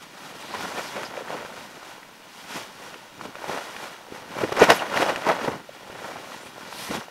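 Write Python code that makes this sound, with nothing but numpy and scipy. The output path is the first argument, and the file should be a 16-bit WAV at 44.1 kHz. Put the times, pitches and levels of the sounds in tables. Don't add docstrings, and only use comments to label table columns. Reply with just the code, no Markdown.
import sys
import numpy as np
from scipy import signal
from scipy.fft import rfft, irfft, next_fast_len
from scipy.io import wavfile
from scipy.ndimage import map_coordinates

SR = 44100
rng = np.random.default_rng(int(sys.argv[2]) if len(sys.argv) > 2 else 0)


def store_wav(level_fs):
    pcm = np.round(np.clip(np.atleast_2d(level_fs), -1, 1) * 32767)
    wavfile.write(sys.argv[1], SR, pcm.T.astype(np.int16))


N = 313351


def amp(db):
    return 10 ** (np.asarray(db) / 20)


def unit(x):
    return x / np.sqrt(np.mean(x ** 2) + 1e-20)


def filtered(x, response):
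    size = next_fast_len(len(x) + 8192)
    return irfft(rfft(x, size) * response(np.fft.rfftfreq(size, 1 / SR)), size)[:len(x)]


def colour(points):
    knots_hz, db = np.transpose(points)
    return lambda hz: amp(np.interp(np.log(hz + 1), np.log(knots_hz), db))


def coloured(x, points):
    return unit(filtered(x, colour(points)))


def wobble(rate):
    return map_coordinates(rng.standard_normal(int(N * rate / SR) + 4), [np.arange(N) * rate / SR])


def add(track, s, sound):
    start = max(round(s * SR), 0)
    part = track[start:start + len(sound)]
    part += sound[:len(part)]


def swell_at(t, length, rise_share):
    return np.exp(-np.abs(t) / (length * np.where(t < 0, rise_share, 1 - rise_share)))


# (fastest moment [s], length [s], small folds [dB], sliding [dB], heavy folds [dB])
ARM_STROKES = [(0.028, 0.041, -58, -47, -60), (0.262, 0.27, -43.5, -47.5, -52), (0.425, .1, -56, -48, -64),
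               (0.633, 0.36, -36, -42, -45.5), (0.84, 0.3, -42.5, -42.5, -53),
               (1.025, 0.19, -38, -46, -45.5), (1.172, 0.093, -37, -48.5, -71),
               (1.33, 0.27, -36.5, -47.5, -46), (1.59, 0.44, -44, -49.5, -51), (1.89, 0.2, -46, -51, -58),
               (2.21, 0.077, -55, -58.5, -62), (2.386, 0.17, -59, -48.5, -65),
               (2.562, .14, -37.5, -38, -44), (2.858, 0.36, -46, -49.5, -53),
               (3.244, 0.11, -42.5, -49.5, -42.5), (3.527, 0.25, -34.5, -42.5, -47.5),
               (3.672, 0.25, -46, -49, -65), (3.834, 0.24, -38.5, -45, -55),
               (4.16, 0.15, -41, -50.5, -49.5), (4.418, 0.23, -33.5, -43.5, -37.5),
               (4.618, 0.11, -19.5, -35, -45), (4.72, 0.12, -28, -33, -36), (4.814, 0.29, -32, -50, -50),
               (5.02, 0.25, -26.5, -37.5, -38), (5.293, 0.16, -25, -40.5, -41),
               (5.444, 0.14, -31, -43, -44), (5.526, 0.11, -36, -53, -40), (5.74, .2, -59, -55.5, -71),
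               (6.066, 0.45, -38, -47.5, -47.5), (6.337, 0.25, -45.5, -48, -56),
               (6.468, 0.026, -43.5, -49, -45), (6.65, 0.27, -44, -49.5, -49.5),
               (6.82, 0.2, -45.5, -40, -50), (6.947, 0.11, -33.5, -38, -38)]

def handling(held_db=(-54, -56, -59)):
    t = np.arange(N) / SR
    power = np.outer(amp(held_db) ** 2, np.ones(N))
    for s, length, *levels_db in ARM_STROKES:
        reach = 1.31 * length
        moving = np.abs(t - s) < reach
        lag = t[moving] - s
        speed = swell_at(lag, length, rise_share=0.45) * (1 - (lag / reach) ** 4)
        power[:, moving] += np.outer(amp(levels_db), speed) ** 2
    return 10 * np.log10(power)


# (frequency [Hz], level [dB])
HISS_COLOUR = [(200, -25), (900, 5.5), (2000, 2.5), (3000, 2), (4200, -1.5), (5700, -3.5), (7300, -8),
               (10000, -11), (12700, -13.5), (14500, -21.5), (15700, -25)]
SIZZLE_COLOUR = [(3000, -23), (6000, 18), (8500, -8), (11500, -5), (13200, -8), (15700, -14)]

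def sliding(db, catch_db=0.7, grain_db=1.3, brisk_db=-41, sizzle_db=-52, brightening=1.2):
    grip = amp(catch_db * wobble(50) + grain_db * wobble(1300))
    hiss = amp(db + 4.5) * coloured(grip * rng.standard_normal(N), HISS_COLOUR)
    sizzle_gain = amp(sizzle_db + brightening * np.minimum(db - brisk_db, 0))
    return hiss + sizzle_gain * coloured(grip * rng.standard_normal(N), SIZZLE_COLOUR)


# (frequency [Hz], level [dB])
AIR_COLOUR = [(20, -9), (150, -18.5), (800, -10), (3000, -12), (8000, -29), (15700, -23)]

def outdoor_air(db=-57):
    return amp(db) * coloured(rng.standard_normal(N), AIR_COLOUR)


def buckles(s, hz, size, cycles, samples):
    width = cycles * SR / hz / 2
    reach = np.ceil(2 * width).astype(int)
    fold = np.repeat(np.arange(len(s)), 2 * reach)
    centres = np.cumsum(2 * reach) - reach
    lag = np.arange(len(fold)) - centres[fold]
    phase = rng.uniform(0, 2 * np.pi, len(s))
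    envelope = size[fold] * np.exp(-(lag / width[fold]) ** 2)
    push = envelope * np.cos(2 * np.pi * hz[fold] * lag / SR + phase[fold])
    position = np.round(s * SR).astype(int)[fold] + lag
    return np.bincount(position % samples, push, samples)


def swarm(rate, low_hz, high_hz, spread_db, cycles):
    when, pitch, force = rng.random((int(rate * N / SR), 3)).T
    hz = low_hz * (high_hz / low_hz) ** pitch
    return buckles(when * N / SR, hz, hz * amp(spread_db * force ** 2), cycles, N)


def avalanches(rate, life_s, spread_db):
    when, force = rng.random((int(rate * N / SR), 2)).T
    kicks = np.bincount((when * N).astype(int), amp(spread_db * force ** 2), N)
    activity = signal.lfilter([1], [1, -np.exp(-1 / (life_s * SR))], kicks)
    return activity / activity.mean()


# (frequency [Hz], level [dB])
CRUMPLE_COLOUR = [(120, -31), (260, -4), (400, -5), (580, 0.5), (760, 1), (950, -2.5), (1400, -3.5),
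                  (2000, -9), (3000, -17.5), (5000, -23), (10000, -50)]

def small_folds(db, steady_db=1):
    folds = swarm(rate=2200, low_hz=228, high_hz=5000, spread_db=6, cycles=1.16)
    crumple = coloured(folds, CRUMPLE_COLOUR)
    activity = amp(steady_db) + avalanches(rate=110, life_s=0.0072, spread_db=9.5)
    return amp(db + 1) * unit(crumple * np.sqrt(activity))


# (frequency [Hz], level [dB])
BUNDLE_COLOUR = [(20, -28), (45, -36), (75, -12.5), (120, -4), (200, 3), (290, 2), (420, -2.5), (900, -69)]

def heavy_folds(db):
    thuds = swarm(rate=600, low_hz=39, high_hz=487, spread_db=14.5, cycles=1.1)
    return amp(db + 2.5) * coloured(thuds, BUNDLE_COLOUR)


# (frequency [Hz], level [dB])
CRISP_COLOUR = [(600, -28), (1500, 11), (2500, 11.5), (4200, -0.5), (5700, -2), (7500, -9), (12500, -15.5),
                (15700, -31)]

def crinkles(db, relative_db=-14):
    ticks = swarm(rate=130, low_hz=1500, high_hz=9000, spread_db=19, cycles=0.62)
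    return amp(db + relative_db) * coloured(ticks, CRISP_COLOUR)


CREASE_HZ = 840

def stray_pops(db, rate=9, above_db=7, spread_db=6, cycles=1.7):
    when, pitch, force = rng.random((int(rate * N / SR), 3)).T
    size = amp(db[(when * N).astype(int)] + above_db + spread_db * force)
    hz = CREASE_HZ * 2 ** (2 * pitch - 1)
    return buckles(when * N / SR, hz, size, cycles, N)


# (start [s], length [s], first pitch [Hz], last pitch [Hz], width [Hz], level [dB])
WEAVE_RUBS = [(0.327, 0.42, 2710, 5920, 1700, -47.5), (0.818, .13, 6080, 3400, 1400, -46.5),
              (1.041, 0.032, 4900, 4880, 900, -40), (4.583, 0.028, 3800, 8060, 1100, -32),
              (4.617, .028, 10500, 13000, 1100, -44), (4.72, 0.033, 5340, 5270, 700, -36),
              (4.737, 0.057, 14650, 8200, 1100, -41), (4.783, 0.033, 3000, 2580, 503, -32.5),
              (6.30, 0.26, 3930, 12500, 3000, -57), (6.599, .42, 3590, 5220, 2200, -45.5),
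              (6.659, 0.35, 10500, 9500, 5500, -46.5)]

def zips():
    out = np.zeros(N)
    for s, length, first_hz, last_hz, width_hz, db in WEAVE_RUBS:
        n = int(length * SR)
        phase = 2 * np.pi * np.cumsum(np.linspace(first_hz, last_hz, n)) / SR
        blur = [filtered(noise, lambda hz: np.exp(-2 * (hz / width_hz) ** 2))
                for noise in rng.standard_normal((2, n))]
        glide = unit(blur[0] * np.cos(phase) + blur[1] * np.sin(phase))
        add(out, s, amp(db) * np.hanning(n) * glide)
    return out


# (frequency [Hz], gain [dB])
SHEET_RESPONSE = [(25, -24), (60, -18), (125, -11.5), (200, -4.5), (320, -7), (490, -5), (620, 0.5),
                  (800, -2.5), (1200, -1), (2500, -5.5), (6000, -3)]
# (time [s], relative level [dB], length [s], nominal pitch [Hz], relative swish [dB])
SHEET_FLAPS = [(0.55, -27.5, 0.025, 950, -11), (0.784, -25.5, 0.041, 930, -9),
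               (0.969, -26.5, 0.061, 840, -12.5), (1.339, -28, 0.063, 553, -21),
               (3.497, -20, 0.011, 450, -18), (3.548, -23.5, .012, 596, -29),
               (4.386, -22.5, 0.0099, 530, -14), (4.42, -20, 0.013, 447, -26),
               (4.441, -15.5, 0.016, 380, -18), (4.525, -12.5, 0.0062, 514, -16.5),
               (4.622, -6, .028, 585, -17), (4.64, -16.5, 0.019, 740, -3.5), (4.702, -5, 0.022, 810, -15),
               (4.705, -9, 0.0065, 1400, -1), (4.721, -9, .009, 780, -11), (4.969, -18, .027, 870, -10.5),
               (5.019, -15.5, .034, 870, -13.5), (5.094, -16, .026, 850, -15.5),
               (5.274, -16.5, .02, 890, -21), (5.301, -11, .021, 665, -31), (5.485, -12, .012, 470, -33),
               (6.914, -19.5, 0.019, 250, -17), (6.954, -29, 0.034, 500, -12)]

def flaps(rate=2200, pitch_spread=0.61, cycles=0.98, size_db=3):
    out = np.zeros(N)
    swish = coloured(rng.standard_normal(N) * amp(2 * wobble(700)), CRISP_COLOUR)
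    for s, db, length, hz, swish_db in SHEET_FLAPS:
        t = np.arange(-2 * length, 3 * length, 1 / SR)
        swell = swell_at(t, length, rise_share=0.46)
        count = int(rate * len(t) / SR)
        pitch, force = np.clip(rng.standard_normal((count, 2)), -2, 2).T
        when = (np.arange(count) + rng.random(count)) / rate
        fold_hz = 1.137 * hz * np.exp(pitch_spread * pitch)
        folds = buckles(when, fold_hz, amp(size_db * force), cycles, len(t))
        hiss = swish[(round(s * SR) + np.arange(len(t))) % N]
        flap = unit(folds * swell) + amp(swish_db + 5.5) * unit(hiss * swell)
        add(out, s + t[0], amp(db) * np.sqrt(np.mean(swell ** 2)) * flap)
    return filtered(out, colour(SHEET_RESPONSE))


# (time [s], level [dB], pitch [Hz], flutter [cycles])
CREASE_SNAPS = [(0.542, -24.5, 990, 5.1), (0.552, -24, 1000, 4), (0.609, -21.5, 890, 1.2),
                (1.033, -18, 1120, 1.2), (1.178, -24.5, 536, 3.3), (1.21, -27, 540, 2.4),
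                (1.305, -19.5, 750, 1.1), (1.45, -23, 747, 0.85), (1.46, -26, 1350, 1.5),
                (1.83, -26.5, 860, 1), (2.031, -31, 1900, 1.4), (2.943, -23.5, 1070, 0.75),
                (3.212, -21.5, 1100, 1.6), (3.254, -22.5, 700, 1.1), (3.355, -24, 970, 0.87),
                (3.443, -18.5, 765, 1.4), (3.483, -21, 800, 1), (3.498, -20, 730, 1.7),
                (3.576, -19, 736, 1.7), (3.583, -22, 1360, 1.9), (3.765, -21.5, 1500, 0.56),
                (4.124, -23.5, 316, 1), (4.369, -21, 520, 1.2), (4.386, -21, 700, 1.2),
                (4.412, -19, 900, 0.82), (4.438, -11, 358, 1.6), (4.494, -20.5, 614.5, 1.5),
                (4.574, -14, 900, 0.88), (4.622, -3, 463, 3.4), (4.822, -16, 760, 1.2),
                (4.943, -11.5, 960, 1.1), (4.974, -10.5, 1700, 0.96), (5.028, -8.5, 654, 1.9),
                (5.064, -14, 660, 1.5), (5.103, -13, 580, 1.9), (5.16, -13, 1500, 0.75),
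                (5.267, -13, 900, 1.9), (5.316, -12, 667, 1.6), (5.45, -16, 940, 1),
                (5.479, -16.5, 820, 1.5), (5.694, -28.5, 605, 2.8), (5.9, -26.5, 422, 0.82),
                (6.32, -28, 1220, 3.4), (6.582, -28, 660, 1.7), (6.727, -22, 1050, 1.1),
                (6.972, -24, 1160, .9), (7.084, -29.5, 724, 1.6)]

def pops(crack_db=-15, crack_db_per_octave=5, crack_life_s=0.0035):
    s, db, hz, cycles = np.transpose(CREASE_SNAPS)
    out = buckles(s, hz, amp(db), cycles, N)
    t = np.arange(SR // 50) / SR
    crack_gains = amp(db + crack_db + crack_db_per_octave * np.log2(hz / CREASE_HZ))
    for when, gain in zip(s, crack_gains):
        crack = coloured(rng.standard_normal(len(t)), CRISP_COLOUR) * np.exp(-t / crack_life_s)
        add(out, when, gain * crack)
    return out


# (time [s], level [dB], pitch [Hz])
AIR_SHOVES = [(4.621, -30, 52), (4.706, -41, 48)]

def puffs(cycles=0.9):
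    s, db, hz = np.transpose(AIR_SHOVES)
    return buckles(s, hz, amp(db), cycles, N)


def scene(ground_db=-14, ground_delay_s=0.002101):
    small_db, slide_db, heavy_db = handling()
    rustle = heavy_folds(heavy_db) + small_folds(small_db) + crinkles(small_db) + sliding(slide_db)
    cloth = rustle + flaps() + puffs() + pops() + stray_pops(small_db) + zips()
    echo = filtered(cloth, lambda hz: amp(ground_db) * np.exp(-2j * np.pi * hz * ground_delay_s))
    return (cloth + echo + outdoor_air())[None]


def record(dry, ceiling=0.86, top_hz=15750):
    rounded = dry[0] / (1 + np.abs(dry[0] / ceiling) ** 6) ** (1 / 6)
    return filtered(rounded, lambda hz: hz < top_hz)[None]


dry = scene()
out = record(dry)
store_wav(out)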